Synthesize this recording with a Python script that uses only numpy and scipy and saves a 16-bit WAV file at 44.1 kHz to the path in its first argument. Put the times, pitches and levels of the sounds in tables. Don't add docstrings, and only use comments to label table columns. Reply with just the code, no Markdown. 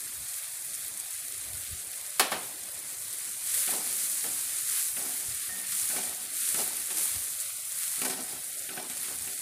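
import sys
import numpy as np
from scipy import signal
from scipy.fft import rfft, irfft, next_fast_len
from scipy.io import wavfile
from scipy.ndimage import uniform_filter1d

SR = 44100
rng = np.random.default_rng(int(sys.argv[2]) if len(sys.argv) > 2 else 0)


def field_ratio(decibels):
    return 10 ** (np.asarray(decibels, dtype=float) / 20)


def output_pcm(signal):
    pcm = np.clip(np.atleast_2d(signal).T, -1, 1) * 32767
    wavfile.write(sys.argv[1], SR, np.round(pcm).astype(np.int16))


N = 414981


def rms_one(x):
    return x / np.sqrt(np.mean(x ** 2) + 1e-20)


def at_hz(points, hz):
    table_hz, value = np.transpose(points)
    return np.interp(np.log(hz), np.log(table_hz), value)


def band_filter(x, low_hz, high_hz):
    return signal.sosfilt(signal.butter(2, [low_hz, high_hz], "band", fs=SR, output="sos"), x)


def high_pass(x, order, hz):
    return signal.sosfilt(signal.butter(order, hz, "high", fs=SR, output="sos"), x)


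def drift(rate_hz):
    step, warmup = 40, 2000
    r = np.exp(-2 * step * np.pi * rate_hz / SR)
    white = rng.standard_normal(N // step + warmup + 2)
    slow = rms_one(signal.lfilter([1], [1, -2 * r, r * r], white)[warmup:])
    return np.interp(np.arange(N) / step, np.arange(len(slow)), slow)


def swell(start_s, rise_s, hold_s, fall_s):
    corners_s = np.cumsum([start_s, rise_s, hold_s, fall_s])
    return np.interp(np.arange(N) / SR, corners_s, [0, 1, 1, 0])


def clicks_at(times_s, sizes):
    out = np.full(N, 1e-18)
    out[(np.asarray(times_s) * SR).astype(int)] = sizes
    return out


def grains(per_s, spread_db):
    happens = rng.random(N) < per_s / SR
    size_db = spread_db * np.minimum(rng.exponential(1, N), 5)
    return happens * field_ratio(size_db) + 1e-18


def die(clicks, t60_s):
    return signal.lfilter([1], [1, -field_ratio(-60 / (t60_s * SR))], clicks)


def ring(clicks, hz, t60_s):
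    r = field_ratio(-60 / (t60_s * SR))
    w = 2 * np.pi * hz / SR
    return signal.lfilter([0, np.sin(w)], [1, -2 * r * np.cos(w), r * r], clicks)


def bands(low_hz, high_hz, envelope):
    count = round(3 * np.log2(high_hz / low_hz))
    edges = np.geomspace(low_hz, high_hz, count + 1)
    white = rng.standard_normal((2, len(envelope))) * envelope
    for k, (low, high) in enumerate(zip(edges, edges[1:])):
        yield np.sqrt(low * high), band_filter(white[k % 2], low, high)


# f/Hz, density/dB per Hz
ROOM_COLOUR = [(18, -55), (30, -19), (98, 1.5), (252, -5.5), (282, -5), (310, -2), (374, -4), (459, -8.5),
               (521, -0.5), (703, -2.5), (760, -8.5), (1030, -4), (1300, -22), (1690, -31), (2860, -120)]
ROOM_DB, ROOM_WAVER_DB = -59.5, -0.25
ECHO_DB, ECHO_T60_S = -53.5, 3.9


def room_tone():
    hum = sum(field_ratio(at_hz(ROOM_COLOUR, hz) + 2.4 * drift(6.9)) * band
              for hz, band in bands(45, 1283, np.ones(N)))
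    last_knock_s = KNOCKS[-1][0]
    echo = die(clicks_at([last_knock_s], field_ratio(ECHO_DB)), ECHO_T60_S)
    steady = field_ratio(ROOM_DB + ROOM_WAVER_DB * drift(4.5))
    return np.hypot(steady, echo) * rms_one(hum)


# t/s, half length/s, level/dB
THUMPS = [(0.196, 0.11, -52), (.84, .1, -70), (1.38, .2, -60), (1.548, 0.18, -48.5), (1.728, 0.056, -40),
          (1.862, .06, -63), (3.543, 0.1, -63), (5.098, .12, -67), (5.29, 0.11, -49.5), (5.496, .12, -59),
          (5.827, .07, -55), (6.6, .6, -62), (7.158, 0.12, -47.5), (8.3, .4, -64), (9.2, 0.18, -53)]
GRIP_DB, GRIP_WAVER_DB, THUMP_RANGE_DB = -76.5, 3, 29.5


def handling():
    low = band_filter(rng.standard_normal(N), 48, 100)
    level = field_ratio(GRIP_DB + GRIP_WAVER_DB * drift(8.8))
    for s, half_s, db in THUMPS:
        shape = swell(s - half_s, half_s, 0.0093, half_s)
        gate = swell(s - half_s, .01, 2 * half_s, .01)
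        level = level + field_ratio(db - THUMP_RANGE_DB * (1 - shape)) * gate
    return level * rms_one(low)


# t/s, peak level/dB, tilt/dB per octave, rise/s, crack size
KNOCKS = [
    (2.1955, -8.5, -0.9, 0.00071, 1.7),
    (2.3156, -17, -3, 0.0049, 0.1),
]
# f/Hz, density/dB per Hz
KNOCK_COLOUR = [(71, -51), (120, -59), (189, -6), (782, 2.5), (1900, -3), (3980, -1), (4700, -3),
                (6530, -5.5), (10100, 1), (15200, -10), (16500, -40)]
# f/Hz, t60/s
KNOCK_T60 = [(150, 0.33), (500, 0.38), (2000, 0.49), (6000, 0.3), (15000, 0.15)]
# f/Hz, level/dB, t60/s
BOWL = [(510, -9, 0.25), (590, -18, 0.41), (753, 4, 0.31), (1137, 6, 0.12), (1540, -2, 0.33),
        (1805, -3, 0.52), (2263, -6, 0.14), (2410, -11, 0.32), (2580, -1, 0.41), (3047, -2, 0.44),
        (3320, -18, 0.13), (3240, -13, 5.0),
        (251, -19, 0.22), (397, -1.5, 0.21), (850, -3, 0.091)]


def bowl():
    out, length = np.zeros(N), round(.6 * SR)
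    t = np.arange(length) / SR
    impulse = 1. * (t == 0)
    for s, peak_db, tilt_db, rise_s, crack in KNOCKS:
        tail = 0
        for hz, band in bands(132, 14650, np.ones(length)):
            t60_s = at_hz(KNOCK_T60, hz)
            decay = field_ratio(-60 * t / t60_s) + 1.6 * field_ratio(-60 * t / min(.06, t60_s / 3))
            tail = tail + field_ratio(at_hz(KNOCK_COLOUR, hz) + tilt_db * np.log2(hz / 1000)) * band * decay
        body = sum(field_ratio(db + 2.0 * rng.standard_normal()) * ring(impulse, hz, min(t60_s, .24))
                   for hz, db, t60_s in BOWL)
        snap = crack * (np.arange(length) == round(rise_s * SR))
        hit = tail / np.abs(tail).max() + field_ratio(-22.5) * body - snap
        onset = np.minimum(t / rise_s + 0.08, 1)
        at = round(s * SR)
        out[at:at + length] += field_ratio(peak_db + 0.5) * hit * onset
    return out


# t/s, hold/s, release/s, level/dB
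STROKES = [(3.097, 0.018, .1, -77), (3.54, .06, .1, -59), (3.666, 0.051, 0.39, -36.5),
           (4.219, 0.026, 0.26, -43), (4.955, 0.12, 0.17, -45.5), (5.2, .02, 0.37, -53),
           (5.485, .02, 0.48, -53), (5.887, 0.047, 0.17, -44.5), (5.956, .02, 0.75, -44.5),
           (6.17, 0.014, .15, -62), (6.55, 0.038, 0.32, -37), (6.774, .01, .08, -58),
           (6.885, .1, 0.52, -47.5), (7.565, .01, 0.12, -63), (8.017, 0.092, 0.48, -37),
           (8.31, 0.0088, 0.21, -51), (8.683, 0.095, 0.29, -42), (8.94, .02, .3, -54.5),
           (9.073, .03, 0.19, -47.5), (9.19, 0.021, 0.28, -53)]
BITE_S, STROKE_RANGE_DB = 0.025, 37.5
# f/Hz, density/dB per Hz
RUB_COLOUR = [(65, -51), (110, -9.5), (250, -2), (337, -15), (379, -6), (530, -3.5), (741, 1), (1020, -7.5),
              (1130, -13), (4750, -12), (6000, -5), (7800, -40), (13200, -120)]
# f/Hz, level/dB, t60/s
PAN = [(190, -8.5, 0.41), (255.8, 0, 0.18), (314.7, -2, 0.22), (387.4, 1.5, 0.2), (460.4, -1.5, 0.12),
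       (567, -0.5, 0.05), (650, -21, 0.05), (735, -2, 0.35), (850, -7, 0.12), (1143, -19, 0.36),
       (1324, 1, 0.097), (1515, 2, 0.095), (1844, -9, 0.45), (2340, -2, 0.15)]
# t/s, peak level/dB, brightness/dB
TAPS = [(3.677, -35, 8.5), (4.242, -38.5, 6), (4.968, -41.5, 12), (5.492, -40.5, 2), (5.9, -39, 11),
        (5.964, -37, 6), (6.545, -33.5, 6.5), (6.904, -42, 10), (7.982, -40, -11), (8.018, -28, -1),
        (8.053, -29.5, -1), (8.099, -32, 1.5), (8.69, -40.5, 9.5), (8.775, -29, -0.5), (8.899, -39, -13),
        (9.083, -44, 5), (9.274, -42, 5.5)]
# t/s, f/Hz, level/dB, t60/s
RIM = [
    (5.492, 1841, -43, 1.0),
    (5.5, 188, -58, 2.5),
    (3.9, 190, -60, 1.5),
]


def spatula():
    times, peak_db, bright_db = np.transpose(TAPS)
    rub = die(clicks_at(times, field_ratio(peak_db - 21)), 0.13)
    for s, hold_s, release_s, db in STROKES:
        shape = swell(s, BITE_S, hold_s, release_s)
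        rub = rub + field_ratio(db - STROKE_RANGE_DB * (1 - shape)) * (shape > 0)
    slips = grains(900 * field_ratio(2.0 * drift(20)), spread_db=2.2)
    rung = sum(field_ratio(db) * ring(slips * rng.standard_normal(N), hz, t60_s) for hz, db, t60_s in PAN)
    grit = sum(field_ratio(at_hz(RUB_COLOUR, hz)) * band for hz, band in bands(106.0, 6000, die(slips, 0.021)))
    humming = field_ratio(-66.5)
    out = (field_ratio(-7.0) * rub + humming) * rms_one(rung) + field_ratio(-3) * rub * rms_one(grit)

    luck_db = rng.normal(0, 2.5, (len(TAPS), len(PAN)))
    for (hz, db, t60_s), own_db in zip(PAN, luck_db.T):
        strength = field_ratio(peak_db + db - 14.5 + own_db)
        out += ring(clicks_at(times, strength), hz, 0.97 * t60_s)
    contact = die(clicks_at(times, field_ratio(peak_db + bright_db + 3.5)), 0.059) * rng.standard_normal(N)
    out += band_filter(contact, 1200, 3200)
    out = high_pass(out, 3, 130)
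    for s, hz, db, t60_s in RIM:
        out += ring(clicks_at([s], field_ratio(db)), hz, t60_s)
    return out


def bursting(big, surge, spray):
    small = rms_one(grains(400 * field_ratio(2.2 * drift(12)), spread_db=3.0))
    puffs = spray * rms_one(die(small, 0.0043)) + 0.042 * die(big, 0.0036) + surge
    hiss = np.hypot(field_ratio(0.61 * drift(14)), puffs) * rng.standard_normal(N)
    pops = 0.082 * small * rng.choice([-1, 1], N)
    return rms_one(hiss + pops) - big


# f/Hz, density/dB per Hz
FRY_COLOUR = [(650, -52), (1100, -20.5), (2000, -14), (2390, -15), (2790, -17), (4310, -13), (5560, -14.5),
              (9470, -2), (14900, -14.5), (15600, -15)]
# t/s, spit level/dB
HEAT = [(0, -40), (.55, -39), (1.1, -39.5), (2.1, -41), (2.8, -40.5), (3.3, -39), (3.8, -35.5), (4.0, -33),
        (4.6, -35.5), (5.0, -34.5), (5.6, -38), (6.28, -39.5), (7.1, -34), (7.55, -39), (8.7, -39.5),
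        (8.885, -41.5), (9.05, -37), (9.41, -38.5)]
# t/s, rise/s, hold/s, fall/s, gain/dB
SWEEPS = [
    (3.403, 0.16, .03, .22, 7),
    (4.636, .12, 0.052, 0.11, 4.5),
    (5.654, 0.097, 0.12, 0.39, 6.5),
    (6.313, 0.094, 0.18, 0.15, 6.5),
    (6.935, 0.072, 0.027, 0.093, 4),
    (7.637, .17, .12, .3, 4.5),
]
# t/s, peak level/dB
SPITS = [(0.2906, -22.2), (0.3362, -19.6), (0.7422, -21.4), (0.7584, -19.3), (1.0855, -21.5),
         (1.4871, -20.9), (1.5344, -20.9), (1.9765, -21.3), (2.0129, -19.4), (3.083, -20.9),
         (3.2465, -19.3), (3.5436, -11.7), (4.8325, -15.2), (4.8858, -16.4), (5.7988, -13.4),
         (6.253, -19.6), (7.1612, -17.3), (7.4079, -18.2), (7.4625, -18.5), (7.7882, -15.9),
         (7.8341, -15.3), (7.88, -15.8), (7.9597, -16.0), (8.5792, -20.2), (8.8996, -21), (8.9708, -17.8),
         (9.015, -19.9), (9.0242, -19.1), (9.032, -18.3), (9.3337, -18.3)]
# t/s, peak level/dB
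SPRAYS = [(3.4855, -34), (3.7026, -18), (4.672, -25), (4.76, -27), (5.7194, -20), (5.9624, -25),
          (6.9705, -22), (8.0162, -18), (8.049, -16.5), (8.098, -20), (8.899, -26.5)]
SPITS_PER_S, SPIT_CREST_DB = 3, 17.5
FLUTTER_DB, FLUTTER_HZ = .5, 10.3
LOWER_DB, LOWER_LAGS, LOWER_FLUTTER_DB = -11.5, 0.31, 0.5
TURN_DB, TURN_S = 2, 0.053


def frying():
    heat_s, heat_db = np.transpose(HEAT)
    spit_db = np.interp(np.arange(N) / SR, heat_s, heat_db)
    spit_db = spit_db + sum(db * swell(*shape) for *shape, db in SWEEPS)
    lower_db = LOWER_DB - LOWER_LAGS * (spit_db + 39.5) + LOWER_FLUTTER_DB * drift(4.2)
    lower_db += TURN_DB * sum(swell(s, 0.0048, 0.01, TURN_S) for s, _ in SPRAYS)
    spit_db = spit_db + FLUTTER_DB * drift(FLUTTER_HZ)

    times, peak_db = np.transpose(SPITS)
    big = clicks_at(times, field_ratio(peak_db)) / field_ratio(spit_db)
    big = big + field_ratio(SPIT_CREST_DB) * grains(SPITS_PER_S, spread_db=.7)
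    times, peak_db = np.transpose(SPRAYS)
    surge = die(clicks_at(times, field_ratio(peak_db - 12)), 0.11) / field_ratio(spit_db)

    size = next_fast_len(N)
    hz = np.maximum(np.arange(size // 2 + 1) * SR / size, 1)
    colour = field_ratio(at_hz(FRY_COLOUR, hz)) * (hz < 15560)
    large = np.clip(np.log2(6500 / hz) / 0.93, 0, 1)
    tiny = np.clip(np.log2(hz / 8000) / 0.86, 0, 1)

    def pockets(share, spray):
        spectrum = rfft(bursting(big, surge, spray), size)
        return irfft(spectrum * colour * np.sqrt(share), size)[:N]

    lower = pockets(large, .35)
    bright = pockets(1 - large - tiny, .55) + pockets(tiny, .65)
    out = bright + field_ratio(lower_db + 12.5) * lower
    return field_ratio(spit_db + 2.5) * out / bright.std()


def scene():
    mono = frying() + spatula() + bowl() + handling() + room_tone()
    return np.array([mono, mono])


# f/Hz, share
SUPPRESSION = [(100, 0.65), (400, 0.16), (1000, 0.06), (3000, 0.14), (8000, 0.087), (16000, 0.13)]
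# t/s, half length/s, f/Hz, depth/dB
DROPOUTS = [(0.048, 0.095, 850, 4), (0.76, 0.12, 960, 10), (1.28, .1, 920, 14), (1.73, 0.097, 920, 50),
            (1.92, .04, 1020, 7), (3.078, .073, 815, 20), (4.65, 0.057, 915, 12), (5.43, .045, 910, 22),
            (6.39, 0.087, 940, 18), (7.5, .15, 900, 13), (7.55, 0.13, 1720, 11), (8.61, 0.11, 1020, 27),
            (9.356, 0.04, 1060, 21), (.6, 0.69, 2970, 3), (2.85, 0.28, 2820, 2), (.4, 0.18, 296, 14),
            (1.13, 0.11, 277, 15), (2.074, 0.13, 260, 12), (3.555, 0.15, 258, 1), (7.643, 0.3, 340, 10.5),
            (7.922, 0.04, 390, 12)]
# f/Hz, half width/octaves
DROPOUT_WIDTH = [(300, 0.79), (800, 0.15), (1000, 0.27), (2900, 0.11)]


def suppressor(x):
    hz, s, cells = signal.stft(x, SR, nperseg=1024, noverlap=768)
    power = uniform_filter1d(np.abs(cells) ** 2, size=3, axis=1) + 1e-20
    steady = uniform_filter1d(np.median(power, axis=1), size=9)
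    steady = steady * np.clip(at_hz(SUPPRESSION, hz + 1), 0, 1)
    gain = np.sqrt(np.maximum(1 - steady[:, None] / power, .06))
    for at, half_s, centre_hz, depth_db in DROPOUTS:
        half_oct = at_hz(DROPOUT_WIDTH, centre_hz)
        near_hz = np.exp(-(np.log2((hz[:80] + 1) / centre_hz) / half_oct) ** 4)
        near_s = np.exp(-((s - at) / half_s) ** 4)
        gain[:80] *= 1 - (1 - field_ratio(-depth_db)) * np.outer(near_hz, near_s)
    return signal.istft(cells * gain, SR, nperseg=1024, noverlap=768)[1][:N]


def roll_off(x):
    return signal.sosfilt(signal.butter(12, 16810, fs=SR, output="sos"), x)


def record(dry):
    mono = suppressor(high_pass(dry[0], 2, 55))
    return roll_off(np.array([mono, mono]))


dry = scene()
out = record(dry)
output_pcm(out)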